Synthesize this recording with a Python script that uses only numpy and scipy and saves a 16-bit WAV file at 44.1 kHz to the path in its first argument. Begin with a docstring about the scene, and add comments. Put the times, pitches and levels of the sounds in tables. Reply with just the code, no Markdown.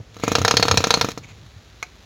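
"""A low rumble and a rising rattle: a handheld electric starter spins a small model engine, clamped
in a vice by a brick wall, and the propeller stirs the air. The starter clacks, the piston squeaks, and
each turn ends in a soft puff of compressed air or, when the charge catches, a crack that overloads the
microphone. The engine coasts to rest, and the starter knocks back onto its nose."""
import sys
import numpy as np
from scipy import signal
from scipy.fft import rfft, irfft
from scipy.io import wavfile

SR = 44100
rng = np.random.default_rng(int(sys.argv[2]) if len(sys.argv) > 2 else 0)


def unload_wav(signal):
    """Save mono or channel-first audio to the path in sys.argv[1] as 16-bit WAV at rate SR, clipped to [-1, 1]."""
    wavfile.write(
        sys.argv[1],
        SR,
        np.round(np.clip(np.atleast_2d(signal).T, -1, 1) * 32767).astype(np.int16),
    )


N = 90404
TIME = np.arange(N) / SR


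def from_db(db):
    """Decibels to gain."""
    return 10 ** (np.asarray(db) / 20)


def unit_rms(x):
    """Scale to unit power."""
    return x / np.sqrt(np.mean(x ** 2) + 1e-20)


def envelope(points):
    """Gain riding through (time [s], level [dB]) points."""
    return from_db(np.interp(TIME, *np.transpose(points)))


def impulses(hits):
    """One impulse for each (time [s], level [dB]) hit."""
    out = np.zeros(N)
    for s, db in hits:
        out[round(s * SR)] += from_db(db)
    return out


def eq(x, curve):
    """Minimum-phase EQ through (frequency [Hz], gain [dB]) points."""
    size = 8192
    hz, db = np.transpose(curve)
    grid = np.maximum(np.arange(size // 2 + 1) * SR / size, 1)
    gain = from_db(np.interp(np.log(grid), np.log(hz), db))
    cepstrum = irfft(np.log(gain))
    cepstrum[1:size // 2] *= 2  # fold onto positive time: no ringing ahead of a hit
    cepstrum[size // 2 + 1:] = 0
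    response = irfft(np.exp(rfft(cepstrum)))[:size // 2]
    return signal.oaconvolve(x, response)[:N]


def decay(x, tau_s):
    """Lets each impulse die away exponentially."""
    return signal.lfilter([1], [1, -np.exp(-1 / (tau_s * SR))], x + 1e-18)


def ring(x, modes):
    """Damped resonances (frequency [Hz], level [dB], t60 [s]) driven by x."""
    out = 0
    for hz, db, t60 in modes:
        radius = from_db(-60 / (t60 * SR))
        real = radius * np.cos(2 * np.pi * hz / SR)
        out = out + from_db(db) * signal.lfilter([1, -real], [1, -2 * real, radius ** 2], x + 1e-18)
    return out


# Swell of the low end (time [s], level [dB])
RUMBLE_ENVELOPE = [(0, -27.5), (.04, -58), (.2, -46), (.3, -35.5), (.42, -29), (.49, -33), (.57, -29),
                   (.67, -30.5), (.78, -27.5), (.84, -47), (1.05, -34), (1.16, -46), (1.25, -46.5),
                   (1.44, -46), (1.52, -56), (2.05, -54.5)]
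# Boomy tone of moving air and shaking bench (frequency [Hz], gain [dB])
RUMBLE_EQ = [(25, -26), (45, -13.5), (65, -10), (80, -13.5), (100, 0.5), (125, -6.5), (180, -14.5),
             (300, -24), (800, -30), (3000, -101)]
# Jolts to the bench (time [s], level [dB])
BUMPS = [(.0, -43), (.405, -17), (.560, -21), (.715, -17), (.778, -14.5), (1.563, -31)]
def rumble(bump_hz=95, bump_t60_s=0.11):
    """Propeller wash and bench vibration, with dull bumps as the starter jolts the bench."""
    bumps = ring(impulses(BUMPS), [(bump_hz, 0, bump_t60_s)])
    bumps = signal.sosfilt(signal.butter(2, 180, fs=SR, output="sos"), bumps)
    wash = unit_rms(eq(rng.standard_normal(N), RUMBLE_EQ))
    return envelope(RUMBLE_ENVELOPE) * wash + bumps


# Dark tone of the yard's ambience (frequency [Hz], gain [dB])
AIR_EQ = [(18, -27), (32, 6), (60, 13.5), (110, -5), (230, -4.5), (400, -5), (1000, -11), (2000, -11.5),
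          (6000, -15.5), (16000, -19)]
def still_air(level_db=-48.5):
    """The air of the yard: a faint, steady bed of noise."""
    return from_db(level_db) * unit_rms(eq(rng.standard_normal(N), AIR_EQ))


# The rattle builds, holds and falls away (time [s], level [dB])
RATTLE_ENVELOPE = [(0, -76), (.13, -55), (.17, -44.5), (.215, -43.5), (.25, -35.5), (.4, -33.5), (.6, -31),
                   (.8, -32.5), (1.0, -30.5), (1.075, -35), (1.115, -33), (1.14, -47.5), (1.22, -51.5)]
# Its bright clatter (frequency [Hz], gain [dB])
RATTLE_EQ = [(100, -16), (450, -12), (1200, 3.5), (1900, 2), (3000, 2.5), (4000, 7), (5000, -4.5),
             (6500, -2.5), (9000, -1), (15000, 0)]
def drive_rattle(ticks_per_s=590, spread_db=1):
    """The spinning starter and crank throw off dense, uneven ticks."""
    sizes = from_db(spread_db * np.minimum(rng.exponential(1, N), 5))
    signs = rng.choice([-1, 1], N)
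    ticks = sizes * signs * (rng.random(N) < ticks_per_s / SR)
    return envelope(RATTLE_ENVELOPE) * unit_rms(eq(ticks, RATTLE_EQ))


# Clack cues (time [s], level [dB])
CLACKS = [(.144, -21), (.195, -27), (.252, -16), (.294, -15), (.332, -7.5), (.960, -20), (.996, -10),
          (1.068, -17), (1.106, -11), (1.117, -6.5)]
def starter_clacks():
    """Small, hard hits as the starter grips and lets go."""
    return impulses(CLACKS)


# Turns that only release their compression (time [s], level [dB], hiss trim [dB])
PUFFS = [(.1660, -19, 1.5), (0.198, -20.5, 7), (0.2362, 1, 1.5), (0.2786, 2.5, 2), (0.3172, 2, 4.5),
         (0.3836, 0.5, 3), (0.4156, -2.5, 5.5), (0.5396, 0.5, -3), (0.5965, -0.5, 3.5), (0.653, -0.5, 2),
         (.7420, -1.5, 2), (0.8046, -3, 1), (0.87, -1, 5), (0.9732, -2.5, 1), (1.0452, -0.5, 3),
         (1.0866, -5.5, 6), (1.1753, -10.5, 5.5)]
# Body of a puff (frequency [Hz], gain [dB])
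PUFF_EQ = [(30, -6), (70, -2.5), (130, 5), (250, -0.5), (390, -1.5), (490, 3.5), (620, -0.5), (860, 0.5),
           (1400, 8), (1900, -2.5), (3000, 10), (4000, -15), (5500, -13), (7000, -13), (15000, -20)]
# Its airy top (frequency [Hz], gain [dB])
HISS_EQ = [(300, -12), (1200, -2.5), (2000, 0), (3000, -8), (4000, 2.5), (5000, -0.5), (6600, 4.5),
           (9000, 0.5), (15000, 2.5)]
def puffs(rise_s=0.00035, fall_s=0.00023, hiss_s=0.0054, low_cut_hz=240, pulse_db=-6.5, hiss_db=-23.5):
    """The port opens on unburnt charge: a pressure pulse that swells and drops, and a hiss."""
    peaks = impulses((s, db) for s, db, _ in PUFFS)
    swells = decay(peaks[::-1], rise_s)[::-1]
    pulses = swells + decay(peaks, fall_s) - peaks  # count the shared peak once
    pulses = signal.sosfilt(signal.butter(1, low_cut_hz, "high", fs=SR, output="sos"), pulses)
    hiss_onsets = impulses((s, db + trim) for s, db, trim in PUFFS)
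    hiss = decay(hiss_onsets, hiss_s) * rng.standard_normal(N)
    return from_db(pulse_db) * eq(pulses, PUFF_EQ) + from_db(hiss_db) * eq(hiss, HISS_EQ)


# Squeak cues (time [s], length [s], level [dB])
SQUEAKS = [(.220, 0.042, -31), (0.257, 0.048, -30.5), (0.296, 0.048, -34.5), (1.225, 0.036, -41.5),
           (1.26, .08, -46.5)]
# Thin tone of the rubbing piston (frequency [Hz], gain [dB])
SQUEAK_EQ = [(500, -8.5), (1800, -8), (2280, 4), (2600, 2), (2980, -10.5), (3500, -9), (4350, -8),
             (5400, -21), (6800, -2.5), (8500, -17.5)]
def piston_squeaks():
    """Friction swells and fades as the piston creeps up its bore against compression."""
    swells = np.zeros(N)
    for s, length, db in SQUEAKS:
        progress = np.clip((TIME - s) / length, 0, 1)
        swells += from_db(db) * np.sin(np.pi * progress)
    return swells * unit_rms(eq(rng.standard_normal(N), SQUEAK_EQ))


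# Turns that fire (time [s], level [dB], blast and jet trim [dB], jet centre [Hz])
FIRINGS = [(0.3521, 0, -0.5, 4200), (.4481, -1, 1, 4000), (0.4791, -3, 1.5, 5400), (0.5095, -0.5, 2, 4650),
           (0.5683, -3.5, 9.5, 4630), (0.6258, -1.5, 5.5, 4630), (0.6819, -4, -27, 3950),
           (0.7116, -1, 3.5, 5100), (0.7726, 0.5, 6, 5900), (0.84, -3, -0.5, 4100), (0.9048, -2, 6.5, 4160),
           (0.9392, -2, 4.5, 4330), (1.0113, -3, 4.5, 4340)]
# Punch of a crack (frequency [Hz], gain [dB])
CRACK_EQ = [(60, -6), (150, 2), (330, -8.5), (410, -5.5), (500, 5.5), (620, -0.5), (830, 4.5), (1050, 0.5),
            (1350, 0.5), (1900, -3.5), (2600, -6.5), (3200, -4), (4200, -3), (6500, -8), (15000, -11.5)]
def firings(shock_db=23.5, blast_db=-1.5, blast_s=0.0022, blast_low_cut_hz=1800,
            jet_db=-6.5, jet_s=0.0035, jet_width_hz=2250):
    """Each ignition is a pressure shock, a broad turbulent blast and an exhaust jet with its own band."""
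    shocks = impulses((s, db) for s, db, _, _ in FIRINGS)
    blast_onsets = impulses((s, db + trim) for s, db, trim, _ in FIRINGS)
    blast = decay(blast_onsets, blast_s) * rng.standard_normal(N)
    blast = signal.sosfilt(signal.butter(1, blast_low_cut_hz, "high", fs=SR, output="sos"), blast)
    jets = np.zeros(N)
    t = TIME[:SR // 20]
    for s, db, trim, hz in FIRINGS:
        gas = rng.standard_normal(len(t)) * np.exp(-t / jet_s) * from_db(jet_db + db + trim)
        band = signal.iirpeak(hz, hz / jet_width_hz, fs=SR)
        jets[round(s * SR):][:len(t)] += signal.lfilter(*band, gas)
    return eq(from_db(shock_db) * shocks + from_db(blast_db) * blast, CRACK_EQ) + jets


# Ring of starter cone on spinner (frequency [Hz], level [dB], t60 [s])
KNOCK_MODES = [(328, -29, .03), (515, -6.5, 0.057), (727, -11.5, 0.13), (880, 0, .03), (1160, 6, 0.022),
               (1260, 0, 0.035), (1480, 7.5, 0.02), (2310, -12, 0.2), (2270, 8.5, 0.018),
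               (2500, -31.5, 0.015), (4060, 1, 0.035), (4480, -16, .02), (6680, 3, 0.023)]
# Grit of the contact (frequency [Hz], gain [dB])
TICK_EQ = [(100, 2), (1200, -4), (2500, 16.5), (3100, -33), (4500, 3), (6500, 5.5), (15000, -3)]
def starter_knock(time_s=1.8268, ring_db=-31, tick_db=-25.5, tick_s=0.0047):
    """The starter is set back on the spinner: a gritty tick and a short ring."""
    contact = impulses([(time_s, 0)])
    tick = eq(rng.standard_normal(N) * decay(contact, tick_s), TICK_EQ)
    return from_db(ring_db) * ring(contact, KNOCK_MODES) + from_db(tick_db) * tick


def reverb_tail(predelay_s, t60_s):
    """A diffuse decay of unit energy."""
    fade = decay(impulses([(predelay_s, 0)]), t60_s / np.log(1000))
    return unit_rms(rng.standard_normal(N) * fade) / np.sqrt(N)


# Early reflections off vice, bench and wall (delay [s], level [dB])
REFLECTIONS = [(.00115, -8.5), (.00175, -8.5), (.00362, -11.5), (.00415, -10), (.00545, -13.5),
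               (.0080, -24.5), (.0120, -20.5)]
# Warm tone of the yard's reverb (frequency [Hz], gain [dB])
YARD_EQ = [(60, -1), (120, 12), (250, 11), (500, 3.5), (1400, 0.5), (2500, 3), (6000, 2), (15000, 2.5)]
def surroundings(x, direct_s=0.00083, scatter_db=-8.5, yard_db=-18):
    """Direct sound, hard reflections close by, scatter from the bench and a short yard tail."""
    early = impulses([(direct_s, 0)] + REFLECTIONS)
    scatter = reverb_tail(predelay_s=0.0024, t60_s=0.028)
    yard = eq(reverb_tail(predelay_s=0.01, t60_s=0.23), YARD_EQ)
    response = early + from_db(scatter_db) * scatter + from_db(yard_db) * yard
    return signal.oaconvolve(x, response[:SR // 2])[:N]


# Ring of exhaust stub, cylinder and mount (frequency [Hz], level [dB], t60 [s])
ENGINE_MODES = [(300, -55, 0.057), (474, -43.5, 0.033), (554.5, -39.5, 0.047), (754, -42.5, 0.033),
                (967, -46.5, 0.038), (1200, -39, .022), (1364, -36, 0.012), (1824, -34.5, 0.045),
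                (2423, -38, 0.023), (2570, -31.5, .015), (3800, -36, 0.015), (4050, -31.5, 0.025),
                (4350, -35.5, 0.018), (5064, -33, .015), (5440, -42.5, 0.021), (6480, -46.5, 0.066)]
def scene():
    """The mono mix: ringing engine and knock in the yard; rumble, air, rattle and squeaks stay dry."""
    engine = starter_clacks() + firings() + puffs()
    hits = surroundings(engine + ring(engine, ENGINE_MODES) + starter_knock())
    return (hits + still_air() + drive_rattle() + piston_squeaks() + rumble())[None]


# A dull microphone that loses its top octave (frequency [Hz], gain [dB])
MICROPHONE_EQ = [(20, -22.5), (60, 1.5), (6800, -2), (7300, -7), (8200, -19.5), (10200, -15.5),
                 (12000, -18.5), (16000, -19)]
def record(dry, capsule_limit=1.06, ceiling=0.81, high_cut_hz=16200):
    """The cracks saturate the microphone and soft-clip at the recorder's ceiling; the top is cut."""
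    saturated = capsule_limit * np.tanh(dry[0] / capsule_limit)
    dulled = eq(saturated, MICROPHONE_EQ)
    clipped = dulled / (1 + (dulled / ceiling) ** 8) ** (1 / 8)
    high_cut = signal.firwin(201, high_cut_hz, window=("kaiser", 8), fs=SR)
    return np.convolve(clipped, high_cut, "same")[None]


dry = scene()
out = record(dry)
unload_wav(out)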